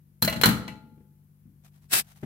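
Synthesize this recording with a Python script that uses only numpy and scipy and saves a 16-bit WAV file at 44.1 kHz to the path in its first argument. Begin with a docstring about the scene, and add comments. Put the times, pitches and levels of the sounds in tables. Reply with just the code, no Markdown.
"""Over the hum of an espresso machine in a small kitchen, a steel portafilter knocks into the group head,
seats with a double clunk and is twisted tight. Each contact rings the portafilter, thumps the machine's
body and stirs its sheet panels. Soft knocks follow as the handle is let go, then a cloth rustles.
Near 1.9 s the steam wand spits one short, hissing jet, and at the very end something is bumped."""
import sys
import numpy as np
from scipy import signal
from scipy.fft import rfft, irfft, next_fast_len
from scipy.io import wavfile
from scipy.ndimage import map_coordinates

SR = 44100
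rng = np.random.default_rng(int(sys.argv[2]) if len(sys.argv) > 2 else 0)


def store_wav(level_fs):
    """Save 16-bit WAV to argv[1]."""
    pcm = np.round(np.clip(np.atleast_2d(level_fs), -1, 1) * 32767)
    wavfile.write(sys.argv[1], SR, pcm.T.astype(np.int16))


N = 99225

# steel-on-steel hits with a fader for each layer (time [s], portafilter ring [dB], group head [dB],
# panels [dB], clack [dB], tick [dB], thump [dB], leftward pan [dB], favoured pitch [Hz])
METAL_HITS = [(0.22, -38.5, -57, -57.5, -44.5, -26, -46, 4, 1590),
              (0.2232, -12, -47.5, -38.5, -27.5, -17, -18.5, 0, 1597),
              (0.2478, -30.5, -57, -49, -34, -23, -32.5, 7, 1600),
              (0.2767, -16.5, -25, -43.5, -23, -34.5, -31, 2, 660),
              (0.2976, -41.5, -47, -49, -36, -32.5, -38.5, 2, 2200),
              (0.3259, -30.5, -37.5, -50.5, -30.5, -57, -36, 1.5, 797),
              (0.334, -39.5, -45.5, -50, -40.5, -43, -38.5, 1.5, 545),
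              (.361, -34.5, -43.5, -48, -38, -49.5, -25, -1.5, 480),
              (0.4131, -26, -48, -51.5, -27, -25.5, -27.5, 6.5, 600),
              (0.4351, -7.5, -24, -28.5, -12, -25, -23, 0, 1473),
              (0.4573, -14, -36.5, -30.5, -16.5, -16, -16, 1, 1230),
              (.489, -45, -43, -42.5, -26.5, -27, -28.5, 5.5, 1620),
              (.509, -52, -42.5, -64, -32, -45, -36.5, 0, 1330),
              (0.6789, -38, -38.5, -55, -37.5, -55.5, -36.5, 4.5, 833)]
# dull knocks through the machine's body (time [s], thump [dB], knock [dB])
DULL_KNOCKS = [(.468, -12.5, -33.5), (0.729, -42.5, -62), (0.838, -51, -81), (.915, -46, -64),
               (0.975, -52, -56), (1.004, -73, -55), (1.455, -47, -71), (1.476, -51.5, -82),
               (2.2255, -41.5, -43), (2.231, -30, -30)]
# cloth and hand strokes (centre time [s], half length [s], level [dB])
CLOTH_STROKES = [(1.654, 0.012, -60), (1.677, .012, -66), (1.761, 0.022, -67), (1.84, 0.017, -65),
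                 (2.076, 0.028, -60), (2.119, 0.012, -59), (2.173, .014, -58), (2.235, .02, -61.5)]

# ringing parts (frequency [Hz], level [dB], t60 [s])
PORTAFILTER_MODES = [(3181, -14, 0.045), (3430, -19.5, .05), (4110, -8.5, 0.14), (4143.5, -4, 0.07),
                     (4240, -10, .06), (4387, -19, 0.074), (4400, -20.5, 0.069), (4480, -24, .13),
                     (7246, -23, 0.067), (11950, -21.5, .08), (12515, -18, .11), (13400, -17, .05)]
HEAD_AND_TRAY_MODES = [(505, -30, .9), (660, -6, .12), (858, -18, .85), (1054, -10, .11), (1245, -27, .8),
                       (1394, -25, .7), (1943, -10, .2), (2008, 0, .11), (2130, -6, .1), (2290, -3, .09),
                       (2606, -9, .16), (2845, -5, .16)]
PANEL_MODES = [(1260, -10, .36), (1321, -3, .26), (1458, -1, .26), (1560, -6, .1), (1677, -7, .3),
               (1764, -7, .23), (3040, -9, .23), (3132, -7, .23), (3676, -10, .25)]
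BODY_MODES = [(70.8, -17.5, 0.61), (89.43, -20, 0.1), (122, -9.5, .3), (140.5, -8.5, .35),
              (163.5, 1.5, 0.13), (200.7, -4.5, 0.23), (221.25, -3, 0.23), (272, -16.5, 0.23),
              (299.3, -14.5, .28)]
# resonances of the wand and the space round it (frequency [Hz], width [Hz], boost [dB])
WAND_PEAKS = [(751, 50, 3), (1647, 46, 7.5), (1900, 40, 4.5), (2630, 67, 7.5), (4340, 72, -5),
              (5250, 47, 3.5), (7950, 410, 6.5), (8360, 720, 1), (10050, 68, 8.5)]
# the motor's tones (frequency [Hz], level [dB])
HUM_TONES = [(98.5, -67.5), (147.7, -60), (197, -67.5), (245, -81), (334, -88), (503, -92.5)]

# tone colour of each noise layer (frequency [Hz], relative level [dB])
CLACK_EQ = [(100, -19.5), (300, -2), (450, -6), (600, -3), (760, -8), (1050, -1.5), (1350, -4),
            (2000, -1.5), (2600, -8), (3300, -3), (3800, -11), (4400, -9), (5000, -14), (6200, -14),
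            (8000, -16), (16000, -36)]
TICK_EQ = [(300, 0), (1500, -3), (4000, -8.5), (5000, -2.5), (7500, -3.5), (9000, -3), (11000, 2.5),
           (12700, 10), (14200, -7.5), (16000, 6.5), (17500, -27)]
CHASSIS_EQ = [(150, -14), (400, -7), (900, -5.5), (1400, -3), (2100, -1), (3000, -5), (3700, -3),
              (4300, 0.5), (5000, -12.5), (6000, -9.5), (9000, -11.5), (12500, -13), (16000, -21.5)]
KNOCK_EQ = [(40, -15), (150, -3), (380, 5), (600, -7.5), (1100, -16), (2500, -19), (5000, -40),
            (16000, -51.5)]
STEAM_EQ = [(50, -15), (160, -3), (300, -4), (500, -6), (700, -6.5), (900, -4.5), (1400, 2), (3000, 1.5),
            (5000, 3), (6300, -1.5), (7700, 1), (12000, 3.5), (15500, -1)]
CLOTH_EQ = [(150, -45), (700, 4), (1500, 1.5), (3500, -2), (7000, -4), (12000, -1.5), (16000, -7)]
ROOM_TONE_EQ = [(25, -16), (55, 6.5), (100, -2.5), (150, 2.5), (210, -8), (270, -11), (370, -17.5),
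                (600, -27.5), (1500, -28), (4000, -36), (8000, -35), (12000, -24.5), (16000, -27)]
# stereo image of the noise (frequency [Hz], left-right correlation [-1 to 1])
STEREO_LIKENESS = [(100, 0.88), (300, .94), (650, .85), (1200, -0.29), (3000, 0), (15000, -0.3)]
# length of the kitchen's reverb (frequency [Hz], t60 [s])
REVERB_DECAY = [(100, .6), (300, 0.93), (800, .48), (2000, 0.45), (4500, 0.5), (8000, 0.39), (14000, 0.25)]
# strength of the kitchen's reverb (frequency [Hz], level [dB])
REVERB_EQ = [(100, -14.5), (400, -6.5), (1500, -9.5), (5000, -15), (14000, -12.5)]

RING_ATTACK_S, PANEL_ATTACK_S, BODY_ATTACK_S = .0021, .0018, .0037
GRIP_S, GRIP_T60_S = .03, .052  # free ring, then damping against the group head
CHASSIS_DB, CHASSIS_T60_S, CHASSIS_ATTACK_S = 4.5, .27, .007
SNAP_DB, SNAP_T60_S = 2, .0079  # the first instant of a contact, over its short ring
FAVOUR_DB, FAVOUR_WIDTH = 7, .2  # boost round a hit's favoured pitch; width relative to that pitch
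WAVER_RAD, WAVER_PER_S = .4, 60  # loose parts make the ring unsteady
STEAM_S, STEAM_RISE_S, STEAM_HOLD_S, STEAM_FALL_S = 1.895, .036, .058, .042
STEAM_DB, STEAM_DEPTH_DB = -21, 43
SPIT_S, SPIT_LENGTH_S, SPIT_DB = 1.936, .006, 4.5  # the first gush overshoots
HUM_WAVER_DB, HUM_DRIFT_RAD, ROOM_TONE_DB, REVERB_ONSET_S = 1, .25, -63.5, .012
BASS_PAN_DB, STEAM_PAN_DB, CLOTH_PAN_DB = 4.5, 3, 2.99
LOW_CUT_HZ, TOP_HZ, EDGE_HZ, CEILING = 38, 16050, 450, .92


def portafilter():
    """Steel meets the group head: ringing parts, the housing's wash, a clack, a bright tick and a thump."""
    out = np.zeros((2, N))
    for s, ring_db, head_db, panel_db, clack_db, tick_db, thump_db, pan_db, near_hz in METAL_HITS:
        clack = crack(CLACK_EQ, t60=.075, peaks=[(near_hz, near_hz * FAVOUR_WIDTH, FAVOUR_DB)])
        head_modes = favour(HEAD_AND_TRAY_MODES, near_hz)
        panel_modes = favour(PANEL_MODES, near_hz)
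        add(out, s, amp(ring_db) * pan(pan_db - 3.5) * clink())
        add(out, s, amp(head_db) * pan(pan_db - 1) * ring(head_modes, PANEL_ATTACK_S, spread=.38))
        add(out, s, amp(panel_db) * pan(pan_db) * ring(panel_modes, PANEL_ATTACK_S, spread=.77))
        add(out, s, amp(panel_db) * pan(pan_db + 1.5) * chassis())
        add(out, s, amp(clack_db) * pan(pan_db) * clack)
        add(out, s, amp(tick_db) * pan(pan_db + 1.5) * crack(TICK_EQ, t60=.073))
        add(out, s, amp(thump_db) * thump())
    return out


def clink():
    """The portafilter rings freely for a moment, then is choked against the group head."""
    held_s = np.maximum(np.arange(SR) / SR - GRIP_S, 0)
    damping = .2 + .8 * amp(-60 * held_s / GRIP_T60_S)
    return ring(PORTAFILTER_MODES, RING_ATTACK_S, spread=.24) * damping


def ring(modes, attack_s, spread):
    """Struck, slightly unsteady modes; spread scatters their phases and widens the stereo image."""
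    t = np.arange(SR) / SR
    out = np.zeros((2, SR))
    for hz, db, t60 in modes:
        offset, side, *knots = rng.standard_normal(128)
        age = t[t < 1.5 * t60]
        waver = WAVER_RAD * np.interp(age * WAVER_PER_S, np.arange(len(knots)), knots)
        phase = spread * (offset + np.sign(side) * np.array([[1], [-1]])) + waver
        out[:, :len(age)] += amp(db - 60 * age / t60) * np.sin(2 * np.pi * hz * age + phase)
    return out * (1 - np.exp(-t / attack_s))


def favour(modes, near_hz):
    """The spot that is hit brings out the modes near one pitch."""
    return [(hz, db + FAVOUR_DB * np.exp(-(np.log2(hz / near_hz) / FAVOUR_WIDTH) ** 2), t60)
            for hz, db, t60 in modes]


def crack(spectrum, t60, attack_s=.0005, peaks=()):
    """A noise transient: a snap, then many close resonances that die fast."""
    t = np.arange(SR // 3) / SR
    decay = amp(-60 * t / t60) + amp(SNAP_DB - 60 * t / SNAP_T60_S)
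    return noise(spectrum, size=len(t), peaks=peaks) * decay * (1 - np.exp(-t / attack_s))


def chassis():
    """The steel housing's countless weak modes blur into a metallic wash."""
    t = np.arange(SR // 2) / SR
    decay = amp(CHASSIS_DB - 60 * t / CHASSIS_T60_S)
    return noise(CHASSIS_EQ, size=len(t)) * decay * (1 - np.exp(-t / CHASSIS_ATTACK_S))


def thump():
    """The low-end weight: the machine's body rocks on the counter."""
    return pan(BASS_PAN_DB) * ring(BODY_MODES, BODY_ATTACK_S, spread=.15)


def knocks():
    """Soft bumps as the handle is tightened and let go and the hands move on."""
    out = np.zeros((2, N))
    for s, thump_db, knock_db in DULL_KNOCKS:
        add(out, s, amp(thump_db) * thump())
        add(out, s, amp(knock_db) * pan(BASS_PAN_DB) * crack(KNOCK_EQ, t60=.06, attack_s=.003))
    return out


def steam():
    """A turbulent jet from the wand: the valve opens with a spit, the flow holds, the valve shuts."""
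    t = np.arange(N) / SR
    age = t - STEAM_S
    opening = np.maximum(1 - age / STEAM_RISE_S, 0) ** 1.3
    closing = np.maximum((age - STEAM_RISE_S - STEAM_HOLD_S) / STEAM_FALL_S, 0) ** 1.8
    flow_db = STEAM_DB - STEAM_DEPTH_DB * (opening + closing)
    spit_db = SPIT_DB * np.exp(-((t - SPIT_S) / SPIT_LENGTH_S) ** 2)
    hiss = noise(STEAM_EQ, peaks=WAND_PEAKS)
    flutter_db = 1.1 * wobble(220)
    return pan(STEAM_PAN_DB) * hiss * amp(flow_db + spit_db + flutter_db)


def cloth():
    """Cloth and hand brush by in soft, grainy swishes."""
    t = np.arange(N) / SR
    strokes = sum(amp(db) * np.exp(-((t - s) / half) ** 2 / 2) for s, half, db in CLOTH_STROKES)
    grain = unit(noise(CLOTH_EQ) * amp(2.7 * wobble(300)))
    return pan(CLOTH_PAN_DB) * strokes * grain


def kitchen(x):
    """The small room's reverb: each frequency dies at its own speed."""
    white = noise([(20, 0), (20000, 0)], size=SR)
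    hz, t, bands = signal.stft(white, SR, nperseg=256)
    decay = amp(-60 * t / along(REVERB_DECAY, hz)[:, None]) * (1 - np.exp(-t / REVERB_ONSET_S))
    band_energy = SR * np.mean(decay ** 2, axis=1, keepdims=True)
    decay *= amp(along(REVERB_EQ, hz))[:, None] / np.sqrt(band_energy)
    _, impulse = signal.istft(bands * decay, SR, nperseg=256)
    return signal.fftconvolve(x, impulse, axes=1)[:, :N]


def hum_bed():
    """A slightly wavering motor hum over the kitchen's room tone."""
    t = np.arange(N) / SR
    hum = np.zeros(N)
    for hz, db in HUM_TONES:
        level = np.sqrt(2) * amp(db + HUM_WAVER_DB * wobble(3))
        hum += level * np.cos(2 * np.pi * hz * t + HUM_DRIFT_RAD * wobble(4))
    return pan(BASS_PAN_DB) * (hum + amp(ROOM_TONE_DB) * noise(ROOM_TONE_EQ))


def noise(spectrum, size=N, peaks=()):
    """Stereo noise of rms 1, near mono in the bass; peaks are (frequency [Hz], width [Hz], boost [dB])."""
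    hz = np.fft.rfftfreq(size, 1 / SR)
    width_angle = np.arccos(np.clip(along(STEREO_LIKENESS, hz), -1, 1)) / 2
    boost_db = sum(db / (1 + (2 * (hz - centre) / width) ** 2) for centre, width, db in peaks)
    coloured = rfft(rng.standard_normal((2, size))) * amp(along(spectrum, hz) + boost_db)
    mid, side = irfft(coloured * [np.cos(width_angle), np.sin(width_angle)], size)
    return unit(np.array([mid + side, mid - side]))


def amp(db):
    """Decibels to gain."""
    return 10 ** (np.asarray(db) / 20)


def unit(x):
    """Scale to rms 1."""
    return x / np.sqrt(np.mean(x ** 2) + 1e-20)


def along(points, hz):
    """Read a breakpoint curve on a log frequency axis."""
    point_hz, values = np.transpose(points)
    return np.interp(np.log(hz + 1), np.log(point_hz + 1), values)


def pan(db):
    """Stereo gains with the left louder by db."""
    return amp(np.array([[db], [-db]]) / 2)


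def wobble(rate):
    """A smooth random modulator, rate knots a second."""
    knots = rng.standard_normal(int(N * rate / SR) + 4)
    return map_coordinates(knots, [np.arange(N) * rate / SR])


def add(track, s, sound):
    """Mix a sound in at s seconds."""
    part = track[:, round(s * SR):][:, :sound.shape[1]]
    part += sound[:, :part.shape[1]]


def scene():
    """The hits fill the room; steam and cloth stay close and dry over the hum."""
    hits = portafilter() + knocks()
    return hits + kitchen(hits) + steam() + cloth() + hum_bed()


def record(dry):
    """The master chain: roll off the deep bass, soft-clip the highest peaks, cut the very top."""
    low_cut = signal.butter(2, LOW_CUT_HZ, "highpass", fs=SR, output="sos")
    thin = signal.sosfilt(low_cut, dry)
    rounded = thin / (1 + np.abs(thin / CEILING) ** 8) ** (1 / 8)
    padded = next_fast_len(N + SR // 2)
    hz = np.fft.rfftfreq(padded, 1 / SR)
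    passband = np.sin(np.pi / 2 * np.clip((TOP_HZ - hz) / EDGE_HZ, 0, 1)) ** 2
    return irfft(rfft(rounded, padded) * passband, padded)[:, :N]


dry = scene()
out = record(dry)
store_wav(out)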